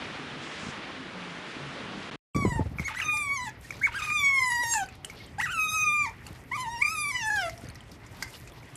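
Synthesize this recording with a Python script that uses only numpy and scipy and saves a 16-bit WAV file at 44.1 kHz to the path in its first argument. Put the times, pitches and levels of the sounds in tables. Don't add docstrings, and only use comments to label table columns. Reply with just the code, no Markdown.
import sys
import numpy as np
from scipy import signal
from scipy.fft import rfft, irfft
from scipy.io import wavfile
from scipy.ndimage import uniform_filter1d, minimum_filter1d

SR = 44100
rng = np.random.default_rng(int(sys.argv[2]) if len(sys.argv) > 2 else 0)


def store_wav(level_fs):
    pcm = np.round(np.clip(np.atleast_2d(level_fs), -1, 1) * 32767)
    wavfile.write(sys.argv[1], SR, pcm.T.astype(np.int16))


def volts(x):
    e = np.asarray(x, float) / 20
    return 10 ** e


N = 386316


def in_time(rows):
    s, *columns = np.transpose(rows)
    return [np.interp(np.arange(N) / SR, s, c) for c in columns]


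def at_hz(points, hz):
    table_hz, db = np.array(points).T
    return np.interp(np.log(hz), np.log(table_hz), db)


def joined(tables):
    return sorted(row for rows in tables for row in rows)


def rms_one(x):
    return x / np.sqrt(np.mean(x ** 2) + 1e-20)


def white_noise():
    return rng.standard_normal(N)


def drift(rate):
    r = np.exp(-80 * np.pi * rate / SR)
    slow = signal.lfilter([1], [1, -2 * r, r * r], rng.standard_normal(N // 40 + 2002))[2000:]
    return np.interp(np.arange(N) / 40, np.arange(len(slow)), rms_one(slow))


def plateau(s, rise_s, hold_s, fall_s):
    return np.interp(np.arange(N) / SR, np.cumsum([s, rise_s, hold_s, fall_s]), [0, 1, 1, 0])


def hump(ratio, width_oct):
    return np.exp(-.5 * (np.log2(ratio) / width_oct) ** 2)


def band(x, low_hz, high_hz, order=2):
    return signal.sosfilt(signal.butter(order, [low_hz, high_hz], "band", fs=SR, output="sos"), x)


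def coloured(spectrum, patchy_db):
    hz = np.maximum(np.fft.rfftfreq(N, 1 / SR), 1)
    shaped = rfft(white_noise()) * volts(at_hz(spectrum, hz))
    power = np.abs(shaped) ** 2
    together = drift(7.2)
    out = np.zeros(N)
    for centre in 30 * 2. ** np.arange(10):
        share = np.cos(np.pi / 2 * np.clip(np.log2(hz / centre), -1, 1)) ** 2
        if share @ power > 1e-5 * np.sum(power):
            flicker_db = patchy_db * (0.12 * together + drift(10.7))
            out += irfft(shaped * share, N) * volts(flicker_db)
    return rms_one(out)


def sounding(tables, fade_s):
    gate, t = np.zeros(N), np.arange(N) / SR
    for rows in tables:
        opening = np.clip((t - rows[0][0]) / fade_s + .5, 0, 1)
        closing = np.clip((rows[-1][0] - t) / (4 * fade_s) + .5, 0, 1)
        gate += opening * closing
    return in_time(joined(tables)), np.minimum(gate, 1)


def knocks(events, cycles, rise):
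    out = np.zeros(N)
    for (s, peak_db, hz, *_), sign in zip(events, rng.choice([-1, 1], len(events))):
        turns = np.arange(int(3 * cycles / hz * SR)) / SR * hz
        shape = (turns / cycles) ** rise * np.exp(-3 * turns / cycles)
        swing = np.sin(2 * np.pi * turns) * shape
        at = round(s * SR)
        out[at:at + len(turns)] += (sign * volts(peak_db) * swing / np.abs(swing).max())[:N - at]
    return out


# (time [s], hiss level [dB], low wash level over the hiss [dB])
SURF = [
    (0.0, -35.5, -2.5),
    (0.36, -37, -4.5),
    (.66, -36, -9),
    (1.0, -39, -2.5),
    (1.5, -37, -9.5),
    (1.9, -37.5, 0.5),
    (2.05, -37, -4),
    (2.15, -37.5, -3.5),
]
# (frequency [Hz], level per Hz [dB])
SURF_TONE = [(18, -69), (30, -11.5), (148, 2), (255, 1.5), (708, -5.5), (1220, -4), (1960, -5),
             (3300, -9.5), (4930, -19), (8320, -31.5), (11500, -37), (15000, -88)]


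def surf():
    hiss_db, wash_db = in_time(SURF)
    hiss = coloured(SURF_TONE, patchy_db=1.0)
    low = signal.sosfilt(signal.butter(1, 350, fs=SR, output="sos"), hiss)
    return volts(hiss_db - 1.63) * (hiss + (volts(wash_db + 2.0) - 1) * low)


# (time [s], length [s], start pitch [Hz], end pitch [Hz], level [dB])
GRUNTS = [
    (0.618, 0.068, 233, 265, -55),
    (0.959, 0.13, 255, 294, -43.5),
    (1.147, 0.24, 182.4, 168.5, -43.5),
    (1.594, 0.1086, 142.2, 140.5, -41.5),
    (1.802, .22, 176, 202.8, -45.5),
]


def far_grunts():
    shapes = []
    for s, length, hz, end_hz, db in GRUNTS:
        shapes.append([(s, hz, db - 7), (s + 0.022, hz, db), (s + length, end_hz, db - 6)])
    (hz, grunt_db), gate = sounding(shapes, fade_s=.02)
    tone = np.sin(2 * np.pi * np.cumsum(hz) / SR)
    return np.sqrt(2) * gate * volts(grunt_db + 1.1 * drift(20)) * tone


# (time [s], hold [s], level [dB])
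PUFFS = [
    (0.406, 0.14, -55),
    (0.577, 0.11, -51.5),
]
# (time [s], peak level [dB], pitch [Hz])
SNORTS = [
    (0.41, -39, 247),
    (0.63, -24, 180),
    (0.667, -19, 217),
    (0.687, -19, 222),
    (0.786, -28, 190),
    (1.566, -19.5, 316),
]


def seal_pup():
    blowing = sum(volts(db) * plateau(s, 0.02, hold, 0.02) for s, hold, db in PUFFS)
    puff = blowing * rms_one(band(white_noise(), 4200, 7300))
    return puff + volts(-9.0) * knocks(SNORTS, cycles=2.6, rise=0.19)


def beach():
    mix = surf() + far_grunts() + seal_pup()
    return signal.sosfilt(signal.cheby2(12, 50, 11900, fs=SR, output="sos"), mix)


def pump():
    hz = 118 * (1 + 0.0243 * drift(8.24))
    return volts(-53 + 2.2 * drift(1.0)) * np.sin(2 * np.pi * np.cumsum(hz) / SR)


# (frequency [Hz], level per Hz [dB])
RUMBLE = [(15, -55), (25, -13), (54, -3.5), (113, -3), (190, -10.5), (281, -14), (330, -23), (430, -20.5),
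          (730, -120)]


def rumble():
    usual_db, buffet_db = -48.5, -38.5
    buffet = plateau(2.03, 0.34, 0.27, 0.17)
    return volts(usual_db + (buffet_db - usual_db) * buffet) * coloured(RUMBLE, patchy_db=3.0)


# (time [s], peak level [dB], pitch [Hz])
GUSTS = [(2.352, -20.5, 132), (2.362, -16.5, 270), (2.387, -20.5, 200), (2.423, -22, 222),
         (2.4502, -13, 340), (2.4546, -18.5, 200), (2.470, -19.5, 134), (2.519, -25.5, 156),
         (2.556, -21.5, 125), (2.594, -17, 280), (2.607, -23.5, 95), (2.655, -26.5, 95),
         (2.714, -30.5, 169), (2.755, -35, 160), (2.797, -25, 155), (6.305, -34.5, 144), (7.637, -36, 238),
         (7.681, -35, 119)]


def gusts():
    rebounds = [(s + 0.01025, db - 7, max(0.48 * hz, 70)) for s, db, hz in GUSTS]
    swings = volts(2.0) * band(knocks(list(GUSTS) + rebounds, cycles=1.74, rise=0.52), 24, 740)
    swirl = uniform_filter1d(np.abs(swings), int(0.0065 * SR)) * rms_one(band(white_noise(), 84, 596))
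    return swings + volts(-11.5) * swirl


def patter(stir_db):
    per_s = 20 * volts(2 * stir_db)
    born = rng.random(N) < per_s / SR
    clicks = born * volts(-50 + 4.1 * np.minimum(rng.exponential(1, N), 3)) + 1e-18
    dealt = rng.integers(0, 5, N)
    out = np.zeros(N)
    for k, hz in enumerate(np.geomspace(2400, 7500, 5)):
        out += 4 * band(clicks * (dealt == k), hz, 1.77 * hz, order=1)
    return out


# (middle time [s], length [s], level over the usual rustle [dB])
SHUFFLES = [
    (2.804, 0.081, 14),
    (3.72, 0.28, 11.5),
    (5.14, 0.25, 9),
    (6.287, 0.25, 10),
    (7.552, 0.58, 7.5),
    (8.216, 0.3, 9.5),
    (8.36, 0.081, 6),
    (8.415, 0.47, 8.5),
]
# (frequency [Hz], level per Hz [dB])
RUSTLE = [(1940, -1), (3300, -4), (4550, -3.5), (5450, -5), (5690, -7), (7110, -9.5), (13000, -14),
          (14000, -18)]


def floor_rustle():
    stir_db = sum(db * plateau(s - length / 2, length / 2, 0, length / 2) for s, length, db in SHUFFLES)
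    return volts(-60 + stir_db) * coloured(RUSTLE, patchy_db=4.5) + patter(stir_db)


# (frequency [Hz], level per Hz [dB])
AIR = [(160, -23), (280, 0), (506, -5.5), (625, -6), (924, -7), (1220, -9), (1720, -12), (1880, -5.5),
       (3500, -21), (4550, -34), (7700, -120)]


def pen_air(calling):
    air = volts(-53) * coloured(AIR, patchy_db=2.5)
    duck = volts(-1.5 * uniform_filter1d(calling, int(0.028 * SR)))
    return pump() + rumble() + duck * (air + floor_rustle()) + gusts()


# (time [s], peak level [dB], pitch [Hz])
FAR_SQUEAK = [
    (3.125, -40, 870),
    (3.645, -41, 1850),
    (5.2, -46, 2168),
    (5.25, -53, 2110),
    (5.275, -51, 3100),
]


def far_squeaks():
    return knocks(FAR_SQUEAK, cycles=17.0, rise=2.5)


# (time [s], peak level [dB], main ring [Hz], bright part over peak [dB])
TICKS = [(2.362, -31, 2210, -18.5), (2.451, -34, 1000, -29), (2.785, -24.5, 2310, -35),
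         (2.7953, -22.5, 2144, -30.5), (2.8809, -23, 2060, -36), (3.0002, -21.5, 2340, -29.5),
         (3.169, -34.5, 2148, -13), (3.492, -48, 2280, -7), (3.611, -66, 3570, 1), (3.706, -24, 2310, -26),
         (3.724, -35.5, 1855, -23), (3.767, -53.5, 2355, -5), (3.791, -59, 2426, -4),
         (3.926, -43, 2723, -18), (4.519, -27, 1946, -19), (4.6339, -28.5, 932, -14.5),
         (4.737, -22.5, 1727, -17.5), (4.86, -40.5, 4704, -20), (4.8868, -37, 2534, -23),
         (5.0462, -26, 3036, -18), (5.049, -25, 8300, -36), (5.049, -32, 9200, -27),
         (5.0983, -33, 2245, -19), (5.262, -57, 3060, -6), (5.321, -54, 4810, -31),
         (5.6535, -47, 3010, -23), (6.093, -55, 2210, -3), (6.2655, -37.5, 2730, -16),
         (6.2665, -37, 4495, -20), (7.359, -39.5, 1603, -8.5)]
# (time [s], peak level [dB], main ring [Hz], bright part over peak [dB])
LATE_TICKS = [ (7.4953, -31, 2053, -17.5), (7.548, -56, 4550, -12), (7.5777, -38, 5560, -24),
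              (7.6095, -63, 3520, 2), (7.657, -48, 4730, -20), (7.67, -42, 4770, -29),
              (7.687, -37.5, 6350, -24), (7.7, -38.5, 4350, -23), (7.7538, -43, 1940, -13.5),
              (7.806, -39.5, 3110, -24), (7.915, -58, 1860, 2), (7.948, -66, 2140, -1),
              (8.0634, -62, 2370, 2.5), (8.2242, -23, 2054, -16.5), (8.226, -40, 5170, -40),
              (8.2257, -29, 1580, -35), (8.227, -49, 6070, -27), (8.34, -37, 2930, -32),
              (8.352, -44, 4440, -28), (8.4743, -41, 2490, -16), (8.52, -45, 3350, -23),
              (8.6, -52, 6300, -25), (8.6288, -44.5, 2300, -29), (8.7, -51, 5100, -30),
              (8.7544, -43, 3130, -8.5)]


def ticks():
    contacts = list(TICKS) + list(LATE_TICKS)
    bodies = [(s, db - 8, 0.58 * hz) for s, db, hz, _ in contacts]
    out = volts(-1.5) * knocks(contacts, cycles=9.0, rise=1.1) + knocks(bodies, cycles=2.9, rise=0.63)
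    t = np.arange(SR // 20) / SR
    for s, peak_db, hz, bright_db in contacts:
        white = rng.standard_normal(len(t))
        mode_hz = min(2.65 * hz, 9500)
        crack = .7 * band(white, 1000, 14500, order=1) + 2.5 * band(white, .82 * mode_hz, 1.2 * mode_hz)
        crack *= np.exp(-t / 0.0055) * np.clip(t / 0.0011, 0, 1)
        at = round(s * SR)
        out[at:at + len(t)] += (volts(peak_db + bright_db + 16.0) * crack / np.abs(crack).max())[:N - at]
    return out


# (time [s], hold [s], level [dB])
RASPS = [
    (2.803, 0.11, -54.5),
    (2.885, 0.065, -49),
    (2.944, 0.15, -48.5),
    (3.867, 0.11, -46.5),
    (3.996, 0.1, -45),
    (5.378, 0.025, -54),
]


def rasps():
    blowing = sum(volts(db) * plateau(s, 0.0061, hold, 0.0061) for s, hold, db in RASPS)
    return blowing * volts(5.1 * drift(54)) * rms_one(band(white_noise(), 990, 2650))


# (top time [s], climb [s], top pitch [Hz], landing pitch [Hz], push [dB])
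CHIRPS = [
    (2.864, 0.029, 2250, 874, -34.5),
    (2.987, 0.043, 2100, 1250, -33),
    (3.849, 0.035, 2280, 933, -25.5),
    (3.971, 0.032, 1645, 1237, -39.5),
    (5.44, 0.03, 1972, 1230, -28),
]
# (start pitch [Hz], drop [s])
CHIRP_GLIDES = [
    (1778, .044),
    (1197, .04),
    (1448, .038),
    (1185, .031),
    (1217, 0.036),
]
CHIRP_END_DB = [
    -22,
    -3,
    -33,
    -1.5,
    -19,
]
CHIRP_OPENING_DB = [
    -8,
    -9.5,
    -19,
    -3.5,
    -12,
]


def chirps():
    pitch, effort = [], []
    start_db = -21.5
    for chirp, glide, end_db, open_db in zip(CHIRPS, CHIRP_GLIDES, CHIRP_END_DB, CHIRP_OPENING_DB):
        s, climb, top_hz, landing_hz, db = chirp
        start_hz, drop = glide
        fall_hz = top_hz - landing_hz
        end = s + drop + 0.011
        pitch.append([
            (s - climb, start_hz),
            (s - climb / 2, top_hz - .2 * (top_hz - start_hz)),
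            (s, top_hz),
            (s + drop / 3, top_hz - .11 * fall_hz),
            (s + 2 * drop / 3, top_hz - .72 * fall_hz),
            (s + drop, landing_hz),
            (end, landing_hz)])
        effort += [
            (s - climb, db + start_db, open_db - start_db / 2),
            (s - climb / 3, db, open_db),
            (s + drop / 4, db, open_db),
            (end, db + end_db, open_db - end_db / 2)]
    return pitch, effort


# (time [s], pitch [Hz])
WHISTLES = [
    [(2.347, 1150), (2.393, 1145), (2.441, 1104), (2.459, 995), (2.521, 973.8), (2.529, 912), (2.561, 942),
     (2.593, 872.6), (2.608, 835)],
    [(3.04, 1216), (3.06, 1234), (3.21, 1192), (3.288, 1109), (3.348, 1138), (3.396, 997), (3.452, 995),
     (3.478, 856), (3.495, 822)],
    [(4.02, 1196), (4.048, 1262), (4.106, 1192), (4.13, 1232), (4.142, 1228), (4.244, 1119), (4.348, 1090),
     (4.406, 1037), (4.5, 984)],
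    [(4.501, 947), (4.521, 965), (4.585, 949), (4.615, 986), (4.653, 924.5), (4.729, 933.5), (4.807, 786.5),
     (4.837, 752), (4.85, 800)],
]
# (time [s], pitch [Hz])
WHISTLES_NEAR = [
    [(5.487, 1234), (5.507, 1474), (5.519, 1572), (5.54, 1370), (5.59, 1272), (5.64, 1254), (5.662, 1276),
     (5.676, 1233), (5.716, 1276)],
    [(5.717, 1243), (5.748, 1290), (5.78, 1250), (5.82, 1248), (5.9, 1201), (6.0, 1197), (6.047, 1149),
     (6.071, 907), (6.083, 902)],
    [(6.515, 963), (6.551, 1166), (6.561, 1238), (6.577, 1006), (6.625, 1033), (6.667, 896), (6.743, 957),
     (6.771, 918), (6.8, 956)],
]
# (time [s], pitch [Hz])
LAST_RISE = [
    [(6.801, 964), (6.813, 1006), (6.827, 1184), (6.835, 1199), (6.845, 1184), (6.895, 1240), (6.917, 1306),
     (6.95, 1291)],
    [(6.951, 1247), (6.979, 1214), (7.039, 1189), (7.057, 1148), (7.091, 1170), (7.105, 1128),
     (7.115, 1085)],
]
# (time [s], pitch [Hz])
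LAST_FALL = [
    [(7.116, 1025), (7.128, 1011), (7.184, 985), (7.22, 913), (7.236, 867), (7.28, 873), (7.3, 853)],
    [(7.301, 830), (7.341, 861), (7.401, 774.5), (7.437, 699), (7.469, 667), (7.49, 663)],
]
# (time [s], pitch [Hz], push [dB], mouth opening [dB])
CATCH = [
    (5.384, 789, -39, -9),
    (5.394, 826.5, -38, -10),
    (5.404, 990, -20.5, -16),
    (5.41, 1124, -34, -3.5),
]


def pitch_path(chirp_pitch):
    calls = list(WHISTLES) + list(WHISTLES_NEAR) + list(LAST_RISE) + list(LAST_FALL)
    catch = [(s, hz) for s, hz, *_ in CATCH]
    (hz,), gate = sounding(calls + chirp_pitch + [catch], fade_s=0.0046)
    return uniform_filter1d(hz, int(.006 * SR)), gate


CHIRP_STRAIN = [
    .35,
    .25,
    .12,
    .4,
    .05,
]
# (time [s], hold [s], strain [0-1])
HOARSE = [
    (2.98, .04, .6),
    (3.97, .11, .9),
    (2.56, .03, .4),
    (3.42, .07, .6),
    (4.81, .03, .4),
    (6.5, .05, .6),
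    (7.37, .1, .45),
]


def fold_strain(hz, chirp_pitch):
    glide = np.abs(np.gradient(np.log(hz))) * SR
    strain = np.clip(uniform_filter1d(glide, int(.03 * SR)) / 20, 0, 1)
    for rows, least in zip(chirp_pitch, CHIRP_STRAIN):
        start, end = rows[0][0], rows[-1][0]
        strain = np.maximum(strain, least * plateau(start, 0.0026, end - start, 0.0066))
    hoarse = sum(share * plateau(s, 0.025, hold, 0.03) for s, hold, share in HOARSE)
    return np.clip(np.maximum(strain, hoarse), 0, 1)


# (time [s], push [dB], mouth opening over push [dB])
EFFORT = [
    [(2.347, -35.5, -11), (2.361, -41, -5), (2.455, -39, -8.5), (2.491, -57, 12), (2.511, -36.5, -10.5),
     (2.579, -40, -9.5), (2.608, -74, 3)],
    [(3.04, -44, 0), (3.068, -31, -17), (3.135, -28.5, -14), (3.15, -32, -11), (3.208, -30, -14),
     (3.288, -38, -7), (3.3, -33, -16), (3.452, -40, -3), (3.509, -35, -18)],
    [(4.02, -34, -9), (4.042, -42, -0.5), (4.088, -32, -12), (4.264, -25.5, -12.5), (4.322, -25.5, -16),
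     (4.448, -24.5, -14), (4.5, -29, -9)],
    [(4.501, -31, -6.5), (4.585, -30.5, -10.5), (4.609, -28.5, -12.5), (4.729, -37, 8), (4.761, -28.5, -5),
     (4.851, -47, 2), (4.859, -56, 11)],
]
# (time [s], push [dB], mouth opening over push [dB])
LONG_EFFORT = [
    [(5.487, -33, -23), (5.525, -54.5, 20.5), (5.537, -44.5, 3), (5.593, -29.5, -11.5),
     (5.643, -29.5, -6.5), (5.657, -31, -7), (5.677, -33, -8.5), (5.715, -40.5, 5), (5.75, -30, -6)],
    [(5.751, -32, -4), (5.763, -29, -8.5), (5.775, -31, -10), (5.867, -25.5, -14.5), (5.879, -27, -16),
     (6.011, -24.5, -22), (6.061, -36.5, -13), (6.083, -52, 2)],
]
# (time [s], push [dB], mouth opening over push [dB])
EFFORT_NEAR = [
    [(6.515, -36, -13), (6.519, -29.5, -14.5), (6.537, -31, -18), (6.577, -43.5, 3), (6.607, -37.5, 3.5),
     (6.647, -45, -6.5), (6.785, -43.5, -1), (6.8, -42, -2)],
    [(6.801, -54, 10), (6.825, -14, -26), (6.839, -36, -14), (6.851, -21, -23.5), (6.865, -38.5, 0),
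     (7.009, -35, -3.5), (7.061, -28.5, -14.5), (7.115, -30, -9)],
    [(7.116, -30.5, -10), (7.126, -49.5, 9), (7.154, -25.5, -15), (7.176, -42.5, 8.5),
     (7.302, -24.5, -21.5), (7.394, -27.5, -15.5), (7.42, -38.5, 4), (7.505, -49, -7)],
]
# (frequency [Hz], level [dB])
CHEST = [(680, -22), (790, -32), (850, -31), (940, -38.5), (1005, -34.5), (1060, -40.5), (1120, -37.5),
         (1260, -35), (1450, -33.5), (1650, -35.5)]
# (from time [s],
# chest level over usual [dB])
CHEST_STEPS = [(2.3, 4.5), (2.45, 1.5), (2.8, -8), (2.878, 0), (2.93, -4), (3.0, -11), (3.02, -1.5), (3.3, 2),
               (3.44, -4), (3.7, 3), (3.9, 2.5), (3.995, 0), (4.3, 4.5), (4.75, 3), (4.835, -4), (5.3, 3),
               (5.55, 2.5), (5.72, 4.5), (6.4, 4), (6.8, -1), (7.1, -3.5), (7.4, -6), (7.471, -8)]


def region_efforts(hz, chirp_effort):
    catch = [(s, push, opening) for s, _, push, opening in CATCH]
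    whistles = list(EFFORT) + list(LONG_EFFORT) + list(EFFORT_NEAR)
    push_db, opening_db = in_time(joined(whistles + [chirp_effort, catch]))
    chest_db = at_hz(CHEST, hz) + 0.16 * (push_db + 21)
    turns_s, facing_db = np.transpose(CHEST_STEPS)
    turn = np.searchsorted(turns_s, np.arange(N) / SR) - 1
    chest_db += facing_db[np.maximum(turn, 0)]
    return volts(np.array([chest_db, push_db - .4, push_db + opening_db - .8]))


# (frequency [Hz], level [dB])
MOUTH = [(700, 37), (1500, 28.5), (2300, 8), (2700, 15), (3050, 14), (3600, 1), (4400, -1.5), (5200, -1),
         (6600, -3), (8000, -2.5), (9300, -8.5), (10500, 1), (12000, -17.5), (14000, -10)]
# (time [s], throat ring near 3 kHz [dB], mouth ring [Hz], mouth ring [dB], treble [dB])
JAW = [(2.4, -10, 8100, 5, -4.5), (2.9, 0, 6780, 9, 0.5), (3.1, 17, 6400, 9, 9), (3.25, 6, 8160, 12, 6),
       (3.44, -27, 6000, -4, -17), (3.5, 10, 6050, 0, 6), (3.85, -11, 6900, 15, 11),
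       (3.98, -4, 6500, -5, -1), (4.15, 11, 6610, 16, 4.5), (4.4, -23, 5400, 2, -8),
       (4.55, -15, 4960, -1, -6), (4.7, -15.5, 6820, 15.5, 1), (4.79, 11, 7260, 22, 13),
       (4.85, -12, 6340, 15, -10), (5.5, 0, 7210, 14.5, 7), (5.7, 25, 6100, 13, 7),
       (6.0, -17, 6200, 7.5, -1), (6.6, 2, 7200, 3, 0.5), (6.7, -16, 5500, 6, -7), (6.77, 0, 5500, 19, 0),
       (6.85, -21, 4550, 0, -4.5), (6.93, -15, 5340, 10, 3), (7.05, -8, 6000, -4, 4.5),
       (7.13, -24, 5000, 8, -1), (7.19, 5, 5640, 21, -21), (7.27, -13.5, 6280, 8, -0.5),
       (7.36, -15, 5670, 8, 2), (7.43, 8.5, 5220, 15, 4), (7.5, -21, 4730, -7, 0)]


def mouth_level(partial_hz, on):
    throat_db, ring_hz, ring_db, treble_db = np.array(in_time(JAW))[:, on]
    ring_oct = 0.12
    db = at_hz(MOUTH, partial_hz)
    db += throat_db * hump(partial_hz / 2830, 0.27)
    db += ring_db * hump(partial_hz / ring_hz, ring_oct)
    return db + treble_db * np.clip(np.log2(partial_hz / 7780) / ring_oct, 0, 1)


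def otter():
    chirp_pitch, chirp_effort = chirps()
    hz, gate = pitch_path(chirp_pitch)
    strain = fold_strain(hz, chirp_pitch)
    hz = hz * (1 + .0025 * drift(45) + (.0012 + .014 * strain) * drift(250))
    effort = region_efforts(hz, chirp_effort)
    on = gate > 0
    order = np.arange(1, 21)[:, None]
    partial_hz = order * hz[on]
    level = volts(mouth_level(partial_hz, on) - 0.93 * order * strain[on]) * (partial_hz < 14300)
    swell_db = []
    for k in order.ravel():
        high = k > 2
        swell_db.append(((.4 + 1.2 * high + 2 * strain) * drift(50) + high * 4.2 * drift(13))[on])
    phase = order * 2 * np.pi * np.cumsum(hz[on]) / SR + order ** 2
    waves = level * volts(np.array(swell_db)) * np.sin(phase)
    above_nose = np.clip((partial_hz - 1500 - 200 * (order == 1)) / 200 + .5, 0, 1)
    above_mouth = np.clip((partial_hz - 2750) / 200 + .5, 0, 1)
    shares = (1 - above_nose, above_nose - above_mouth, above_mouth)
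    gains = (effort[0], effort[1], effort[2] * (1 - .5 * strain))
    voice = np.zeros(N)
    for gain, share in zip(gains, shares):
        power = np.sum((share * level) ** 2, axis=0) + .05
        voice[on] += gain[on] * np.sum(share * waves, axis=0) / np.sqrt(power)
    breath = volts(-16.5 + 14 * strain) * effort[2] * rms_one(band(white_noise(), 2500, 7500, order=1))
    return gate * (np.sqrt(2) * voice + breath) + rasps(), gate


def pen_echo(x):
    t60_s, low_t60_s = 0.21, 0.59
    t = np.arange(int(.6 * SR)) / SR
    white = rng.standard_normal(len(t)) * np.clip(t / 0.00093, 0, 1)
    tail = white * volts(-60 * t / t60_s)
    tail = band(tail, 400, 3500, order=1) + .5 * band(tail, 1900, 2600)
    tail += volts(-9.5) * band(white * volts(-60 * t / low_t60_s), 560, 735)
    echo = signal.fftconvolve(x, tail / np.sqrt(np.sum(tail ** 2)))[:N]
    return volts(2.5 * drift(26)) * echo


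def splice():
    fade_s, resume_s = 2.158, 2.347
    dropout = plateau(2.1, .003, .008, .001)
    t = np.arange(N) / SR
    fade_db = -38 * np.clip((t - fade_s) / .005, 0, 1) - 800 * np.clip(t - fade_s, 0, 1)
    return np.where(t < resume_s, volts(fade_db - 18 * dropout) * (t < fade_s + .04), 1)


def scene():
    voice, calling = otter()
    near = voice + ticks() + far_squeaks()
    pen = near + volts(-14.5) * pen_echo(near) + pen_air(calling)
    both = np.where(np.arange(N) < 2.3 * SR, beach(), pen)
    return np.tile(both * splice(), (2, 1))


def masked_out(x, below_db):
    hz, _, cells = signal.stft(x, SR, nperseg=1024, noverlap=512)
    band_hz = hz[:512:8, None]
    bands = (np.abs(cells[:512]) ** 2).reshape(64, 8, -1).sum(axis=1)
    bands = uniform_filter1d(bands, size=3, axis=1)
    loudest_near = -minimum_filter1d(-bands, size=5, axis=0)
    limit = volts(2 * below_db + 14 * (band_hz > 7500)) * loudest_near
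    keep = (bands > limit) | (band_hz < 2300)
    cells[:512] *= np.repeat(keep, 8, axis=0)
    return signal.istft(cells, SR, nperseg=1024, noverlap=512)[1][:N]


def band_limit(x):
    return signal.sosfilt(signal.butter(12, 14480, fs=SR, output="sos"), x)


def record(dry):
    mono = signal.sosfilt(signal.butter(3, 40, "high", fs=SR, output="sos"), dry[0])
    mono = masked_out(mono, below_db=-23)
    cut = signal.sosfilt(signal.ellip(8, .5, 45, 14000, fs=SR, output="sos"), mono)
    now_and_then = np.clip(drift(6.4) - 1.3, 0, 1)
    side = volts(3) * band(np.roll(cut, 9), 8500, 14000, order=3) * now_and_then
    return band_limit(cut + side * [[1], [-1]])


dry = scene()
out = record(dry)
store_wav(out)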